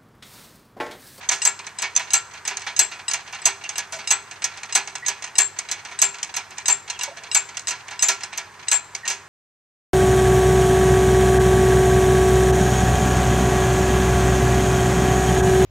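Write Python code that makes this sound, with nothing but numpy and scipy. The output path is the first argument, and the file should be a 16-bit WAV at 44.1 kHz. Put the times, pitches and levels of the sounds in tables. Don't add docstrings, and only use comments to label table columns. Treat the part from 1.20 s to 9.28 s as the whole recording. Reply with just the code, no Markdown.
import sys
import numpy as np
from scipy import signal
from scipy.fft import rfft, irfft
from scipy.io import wavfile
from scipy.ndimage import uniform_filter1d

SR = 44100
rng = np.random.default_rng(int(sys.argv[2]) if len(sys.argv) > 2 else 0)


def materialize(psi):
    bounded = np.clip(np.atleast_2d(psi).T, -1, 1)
    quanta = np.round(bounded * 32767).astype(np.int16)
    wavfile.write(sys.argv[1], SR, quanta)


N = 356328
HZ = np.maximum(np.fft.rfftfreq(N, 1 / SR), 1)
TIME_S = np.arange(N) / SR
AGE_S = TIME_S[:SR // 2]

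# (clack time [s], clack [dB], frame [dB], pawl lead [s], pawl [dB],
#                 squeak [dB], squeak hold [s], squeak pitch [Hz])
POWER_STROKES = [(0.2507, -3, -23.5, .0324, -3, -17, 0.011, 7470),
                 (0.9336, -2, -22.5, .0286, -11.5, -24, 0.024, 7530),
                 (1.5912, -1.5, -22.5, 0.028, -9.5, -19, 0.016, 7590),
                 (2.2549, -0.5, -21, 0.038, -23, -36, .01, 7800),
                 (2.9056, -4, -21, 0.032, -4.5, -21.5, 0.015, 7700),
                 (3.5502, -1.5, -19.5, 0.026, -9.5, -44, .01, 7550),
                 (4.182, -2, -21.5, 0.028, -11.5, -15.5, 0.051, 7460),
                 (4.8165, -2.5, -22, 0.027, -9, -19.5, 0.043, 7470),
                 (5.4809, -4, -21.5, .024, -4, -15, 0.036, 7460),
                 (6.1465, -2.5, -22, 0.032, -8.5, -14, 0.015, 7430),
                 (6.8227, -3, -24, 0.03, -9, -17.5, 0.027, 7280),
                 (7.513, -4, -22.5, 0.03, -6, -14, .032, 7490)]
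# (time [s], knock [dB], frame [dB], pawl lead [s], pawl [dB])
RETURN_SWINGS = [(.62, -11, -28.5, 0.034, -13.5), (1.275, -10, -27.5, .0236, -16),
                 (1.934, -9, -26.5, .053, -7), (2.58, -10.5, -27, 0.024, -16.5),
                 (3.241, -7.5, -29.5, 0.021, -16), (3.8821, -8, -26.5, .0196, -9),
                 (4.5131, -8.5, -30.5, 0.026, -20), (5.1642, -10, -28, 0.024, -12.5),
                 (5.8331, -12.5, -30.5, .0228, -8.5), (6.4813, -9.5, -34, 0.01, -9),
                 (7.175, -13.5, -29.5, 0.046, -34), (7.877, -7.5, -31.5, .0249, -19)]
# (time [s], snap [dB], frame [dB], snap t60 [s])
CHAIN_KNOCKS = [(0.1121, -12.5, -22, 0.2), (0.626, -29, -24, 0.14), (.7928, -23, -27.5, 0.14),
                (1.1348, -33, -38.5, .07), (1.306, -34, -28.5, .07), (1.4642, -34, -24.5, 0.24),
                (1.7128, -30, -30.5, .06), (2.125, -28, -31.5, .06), (2.7224, -20.5, -30.5, 0.21),
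                (2.7869, -31, -31, 0.054), (3.4882, -42, -35, .06), (4.7115, -33, -34.5, 0.064),
                (5.3056, -32, -40.5, 0.064), (6.5065, -11.5, -27.5, .062), (6.708, -28, -31.5, 0.047),
                (6.8838, -4, -19, .14), (7.8994, -13.5, -26.5, 0.17)]
# (time [s], snap [dB])
LINK_TICKS = [(.39, -22), (0.4662, -17), (1.3692, -10), (1.4176, -21.5), (1.7906, -32), (1.911, -8),
              (2.0747, -30), (2.1473, -23), (2.4379, -20.5), (2.4912, -9.5), (3.1109, -19.5),
              (3.373, -23.5), (3.4313, -16.5), (3.674, -17), (3.7528, -12.5), (4.022, -16), (4.04, -13.5),
              (4.074, -28), (4.3874, -6), (4.649, -20.5), (4.9422, -23), (4.984, -27), (5.029, -6.5),
              (5.3812, -15.5), (5.677, -26), (5.6992, -5.5), (5.7901, -13), (5.9703, -26.5),
              (6.0342, -23.5), (6.2879, -26), (6.3697, -7), (6.6813, -25), (7.006, -25), (7.034, -8.5),
              (7.749, -9.5)]
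# (time [s], ping [dB], frame [dB])
HOOK_PINGS = [(.089, -7, -25.5), (0.7514, -24.5, -37), (.763, -5, -28.5)]
# (time [s], level [dB], length [s], start pitch [Hz], end pitch [Hz])
JOINT_CREAKS = [(2.437, -30, 0.047, 2780, 2720), (2.727, -37.5, 0.071, 662, 654),
                (3.823, -34, 0.045, 1900, 2000), (5.728, -40, 0.055, 3250, 3180),
                (5.758, -37, 0.033, 2930, 2500), (5.877, -34, 0.018, 980, 774),
                (5.878, -33, 0.028, 572, 503), (5.912, -40, 0.034, 650, 690),
                (7.833, -31, 0.058, 1840, 1900)]

# (frequency [Hz], width [Hz], peak over contact spectrum [dB])
LEVER_RESONANCES = [(2733, 21, 16.3), (4070, 29, 12), (6110, 115, 7.5), (6490, 67, 9.9), (7910, 144, 13.8),
                    (8600, 34, 3.6), (9710, 130, 13.5), (11510, 110, 12.7)]
PAWL_RESONANCES = [(1880, 180, 27), (2796, 39, 32.5), (3918, 69, 29.5), (5120, 106, 25.5), (6470, 23, 27.5),
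                   (7974, 54, 31), (9430, 23, 17)]
LINK_RESONANCES = [(2100, 110, 6.1), (2730, 43, 14.3), (4030, 150, 11.5), (5380, 310, 8.2),
                   (6520, 930, 5.1), (8040, 310, 10.7), (9970, 340, 14)]
HOOK_RESONANCES = [(2500, 38, 3), (3560, 190, 7.6), (4430, 54, 4.9), (6120, 110, 18), (7320, 310, 12),
                   (9000, 170, 3)]
FRAME_RESONANCES = [(395.2, 5.5, 14.8), (676.6, 28, 6.8), (825, 74, 4.6), (979, 30, 11.24), (1363, 8.9, 9),
                    (1490, 11.4, 7.8), (1689, 24, 7.7), (1830, 13, 7.2), (2240, 15, 7.6), (2356, 38, 3.7),
                    (2506, 9.2, 8.5), (2692, 22, 1.25), (2776, 13, 8.7), (3390, 14, 7.6), (4170, 30, 9.5),
                    (4330, 11, 2.7), (4610, 28, 8.2), (5300, 7.1, 7.2), (6350, 30, 3.9), (6200, 34, 14.6)]
# (frequency [Hz], relative level [dB])
SNAP_SPECTRUM = [(200, -40), (800, -34), (2000, -15), (4000, -5.5), (6500, 2), (8300, -4.5), (10500, -22.5),
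                 (13500, -17.5), (15000, -58)]
TICK_SPECTRUM = [(200, -32), (800, -11.5), (2000, -4), (4000, -2.5), (6500, 7), (8300, -3), (10500, -22.5),
                 (13500, -21.5), (15000, -37)]
FRAME_SPECTRUM = [(100, -18.5), (300, -15.5), (530, -16), (720, -3), (1200, -3.5), (2200, 2.5),
                  (3400, -3.5), (5500, -7.5), (8000, -17.5), (10500, -36), (13500, -60), (15000, -18.5)]
AIR_SPECTRUM = [(15, -58), (25, -23.5), (98, -7.5), (263, -16.5), (393, -7), (542, -13.5), (977, -2),
                (1210, -5.5), (1710, -4), (3090, -17.5), (6190, -20), (8090, -22.5), (10600, -33.5),
                (13500, -34), (15000, -48)]
# (frequency [Hz], level [dB])
HUM_TONES = [(98.5, -64), (143, -67.5), (205, -69.5)]
# (frequency [Hz], left minus right [dB], left phase lead [rad])
STEREO_COLOUR = [(100, -1, -0.11), (2370, -1.5, -0.27), (4200, -2.5, -0.69), (5740, -4, -1.03),
                 (6590, -14.5, 1.4), (6640, 3, 1.55), (7820, 12.5, 1.09), (9970, 5.5, -1.7),
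                 (12000, 6.5, -1.4)]


def lever_clacks():
    times_s, db, frame_db = np.transpose(POWER_STROKES)[:3]
    snap = contacts(times_s, db - 8, t60_s=.093, rise_s=.00072, spread=.093, grain_db=-2.5)
    push = contacts(times_s, frame_db + 8.5, t60_s=.17, rise_s=.013, spread=.1, grain_db=-1)
    tones = ring(times_s, db - 11, LEVER_RESONANCES, scatter_db=15) + frame_ring(times_s, frame_db - 5)
    return filtered(snap, response(SNAP_SPECTRUM, LEVER_RESONANCES)) + tones, push


def pawl_snaps(power_push_db=-38.5, return_push_db=-33.5):
    lands_s, _, _, lead_s, db = np.transpose([row[:5] for row in POWER_STROKES + RETURN_SWINGS])
    times_s = lands_s - lead_s
    push_db = np.repeat([power_push_db, return_push_db], [len(POWER_STROKES), len(RETURN_SWINGS)])
    snap = contacts(times_s, db - 8.5, t60_s=.022, rise_s=.00023, spread=.3, grain_db=-3)
    buzz = contacts(times_s, db - 21.5, t60_s=.17, rise_s=.0044, spread=.21, grain_db=2)
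    push = contacts(times_s, push_db, t60_s=.33, rise_s=.00077, spread=.05, grain_db=4)
    tones = ring(times_s, db - 12.5, PAWL_RESONANCES, scatter_db=6.5)
    return filtered(snap + buzz, response(SNAP_SPECTRUM, PAWL_RESONANCES)) + tones, push


def brake_squeaks(delay_s=.016, drop_hz=200, flutter_db=5.5, beat_hz=390, lower_db=-5.5):
    out, size = np.zeros(N), len(AGE_S)
    for clack_s, *_, db, hold_s, hz in POWER_STROKES:
        pitch_hz = hz + np.exp(-AGE_S / .012) * drop_hz * (1 + wander(600, size))
        phase = 2 * np.pi * np.cumsum(pitch_hz) / SR
        whistle = undb(flutter_db * wander(330, size)) * np.sin(phase)
        lower_gain = undb(lower_db + flutter_db * wander(210, size)) * decay(AGE_S, t60_s=.41)
        lower = lower_gain * np.sin(phase - 2 * np.pi * beat_hz * AGE_S)
        release = decay(np.maximum(AGE_S - hold_s, 0), t60_s=.19)
        envelope = np.minimum(AGE_S / .0024, 1) * np.exp(-AGE_S / .063) * release
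        add(out, clack_s + delay_s, envelope * undb(db) * (whistle + lower))
    return out


def knocks(stop_t60_s=.084):
    stops = [(*row[:3], stop_t60_s) for row in RETURN_SWINGS]
    times_s, db, frame_db, t60_s = np.transpose(stops + CHAIN_KNOCKS)
    snap = contacts(times_s, db - 8.5, t60_s, rise_s=.0011, spread=.085, grain_db=1.5)
    push = contacts(times_s, frame_db + 4, t60_s=.18, rise_s=.0065, spread=.12, grain_db=1)
    tones = ring(times_s, db - 10.5, LEVER_RESONANCES, scatter_db=8) + frame_ring(times_s, frame_db - 5)
    return filtered(snap, response(TICK_SPECTRUM)) + tones, push


def link_ticks(pitch_count=6, low_hz=1800, high_hz=7500, width_hz=45):
    times_s, db = np.transpose(LINK_TICKS)
    push_db = -28.5 + .19 * db
    snap = contacts(times_s, db - 10.5, t60_s=.036, rise_s=.0011, spread=.23, grain_db=2)
    rebounds_s = times_s + .006 + .02 * rng.random(len(times_s))
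    rebound = contacts(rebounds_s, db - 31.5, t60_s=.14, rise_s=.00074, spread=.36, grain_db=5.5)
    push = contacts(times_s, push_db, t60_s=.14, rise_s=.0014, spread=.074, grain_db=2.5)
    pitches_hz = rng.uniform(low_hz, high_hz, (len(times_s), pitch_count))
    tinks = np.zeros(N)
    for start_s, link_db, link_hz in zip(times_s, db, pitches_hz):
        tinks += ring([start_s], [link_db - 15], [(hz, width_hz, 0) for hz in link_hz], scatter_db=5)
    ticks = filtered(snap + rebound, response(TICK_SPECTRUM, LINK_RESONANCES))
    return ticks + tinks + frame_ring(times_s, push_db - 14), push


def hook_pings():
    times_s, db, frame_db = np.transpose(HOOK_PINGS)
    snap = contacts(times_s, db - 4, t60_s=.047, rise_s=.00041, spread=.13, grain_db=-5.5)
    push = contacts(times_s, frame_db + 4, t60_s=.19, rise_s=.0086, spread=.084, grain_db=3.5)
    tones = ring(times_s, db, HOOK_RESONANCES, scatter_db=2.5)
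    return filtered(snap, response(TICK_SPECTRUM, HOOK_RESONANCES)) + tones, push


def frame_ring(times_s, levels_db, delay_s=.005):
    tones = ring(times_s + delay_s, levels_db, FRAME_RESONANCES, scatter_db=4.5)
    return filtered(tones, response(FRAME_SPECTRUM))


def chain_brushes(max_db=-31, range_db=12, per_stroke=12, window_s=.5):
    clacks_s = np.repeat(np.transpose(POWER_STROKES)[0], per_stroke)
    earliness, softness = rng.random((len(clacks_s), 2)).T
    times_s = clacks_s - np.minimum(window_s, clacks_s) * earliness
    db = max_db - range_db * softness
    return contacts(times_s, db, t60_s=.086, rise_s=.0039, spread=.56, grain_db=.5)


def joint_creaks(flutter_db=3):
    out, size = np.zeros(N), len(AGE_S)
    for start_s, db, length_s, start_hz, end_hz in JOINT_CREAKS:
        progress = np.minimum(AGE_S / length_s, 1)
        glide_hz = start_hz + (end_hz - start_hz) * progress
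        slip = 1 + .04 * wander(start_hz / 2, size)
        phase = 2 * np.pi * np.cumsum(glide_hz * slip) / SR
        envelope = np.sin(np.pi * np.sqrt(progress)) * undb(db + .5 + flutter_db * wander(310, size))
        add(out, start_s, envelope * np.sin(phase))
    return out


def yard_echo(sound, db=-12, t60_s=.52, rise_s=.0069):
    tail = noise(N, spread=.44) * decay(TIME_S, t60_s) * (1 - np.exp(-TIME_S / rise_s))
    tail /= np.sqrt(np.sum(tail[0] ** 2))
    dulling = undb(log_curve([300, 1500, 3500, 7500, 12000], [0, -3.5, -5, -11.5, -25]))
    return undb(db) * filtered(sound.mean(axis=0), rfft(tail) * dulling)


def outdoor_air(db=-45.5):
    return filtered(noise(N, spread=.23), response(AIR_SPECTRUM)) * undb(db + .19 * wander(12))


def distant_hum(waver_db=2, drift_hz=3):
    out = np.zeros(N)
    for hz, db in HUM_TONES:
        amplitude = np.sqrt(2) * undb(db + waver_db * wander(25))
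        phase = 2 * np.pi * np.cumsum(hz + drift_hz * wander(13)) / SR
        out += amplitude * np.sin(phase)
    return out


def contacts(times_s, levels_db, t60_s, rise_s, spread, grain_db):
    out = np.zeros((2, N))
    for start_s, db, life_s in zip(times_s, levels_db, np.broadcast_to(t60_s, len(times_s))):
        envelope = (1 - np.exp(-AGE_S / rise_s)) * decay(AGE_S, life_s)
        add(out, start_s, undb(db) * envelope * noise(len(AGE_S), spread))
    return out * undb(grain_db * wander(600))


def ring(times_s, levels_db, modes, scatter_db):
    hz, width_hz, mode_db = np.transpose(modes)[:, :, None]
    weight = undb(mode_db) * np.sqrt(width_hz)
    attack = 1 - np.exp(-AGE_S / .00065)
    tones = weight / np.linalg.norm(weight) * np.exp((2j * hz - width_hz) * np.pi * AGE_S) * attack
    out = np.zeros(N)
    for start_s, db in zip(times_s, levels_db):
        gains = undb(db) * unit_rms(undb(scatter_db * rng.standard_normal(len(hz))))
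        phasors = np.exp(2j * np.pi * rng.random(len(hz)))
        add(out, start_s, ((gains * phasors) @ tones).imag)
    return out


def response(spectrum, modes=()):
    peaks = 1 + sum(undb(db) ** 2 / (1 + (2 * (HZ - hz) / width_hz) ** 2) for hz, width_hz, db in modes)
    magnitude = undb(log_curve(*np.transpose(spectrum))) * np.sqrt(peaks)
    cepstrum = irfft(np.log(magnitude), N)
    return unit_rms(np.exp(rfft(2 * cepstrum[:N // 2], N)))


def noise(size, spread):
    mid, side = rng.standard_normal((2, size))
    return unit_rms(np.array([mid + spread * side, mid - spread * side]))


def wander(rate_hz, size=N):
    step = max(int(SR / rate_hz), 1)
    return uniform_filter1d(np.repeat(rng.standard_normal(size // step + 1), step), step)[:size]


def undb(db):
    return 10 ** (np.asarray(db) / 20)


def unit_rms(x):
    return x / np.sqrt(np.mean(np.abs(x) ** 2))


def decay(age_s, t60_s):
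    return np.exp(-np.log(1000) * age_s / t60_s)


def log_curve(hz, values):
    return np.interp(np.log(HZ), np.log(hz), values)


def filtered(x, gain):
    return irfft(rfft(x, N) * gain, N)


def add(out, start_s, x):
    start = max(int(start_s * SR), 0)
    out[..., start:start + x.shape[-1]] += x[..., :N - start]


def scene(low_cut_hz=110):
    sounds, pushes = zip(pawl_snaps(), lever_clacks(), knocks(), link_ticks(), hook_pings())
    frame = filtered(sum(pushes) + chain_brushes(), response(FRAME_SPECTRUM, FRAME_RESONANCES))
    hoist = sum(sounds) + frame + brake_squeaks() + joint_creaks()
    hoist = signal.sosfilt(signal.butter(2, low_cut_hz, "high", fs=SR, output="sos"), hoist)
    return hoist + yard_echo(hoist) + outdoor_air() + distant_hum()


def record(dry, top_hz=14200):
    hz, balance_db, lead_rad = np.transpose(STEREO_COLOUR)
    left_gain = undb(log_curve(hz, balance_db) / 2) * np.exp(.5j * log_curve(hz, lead_rad))
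    coloured = filtered(dry, np.array([left_gain, 1 / left_gain]))
    lowpass = signal.ellip(8, .2, 70, top_hz, fs=SR, output="sos")
    return signal.sosfilt(lowpass, np.clip(coloured, -1, 1))


dry = scene()
out = record(dry)
materialize(out)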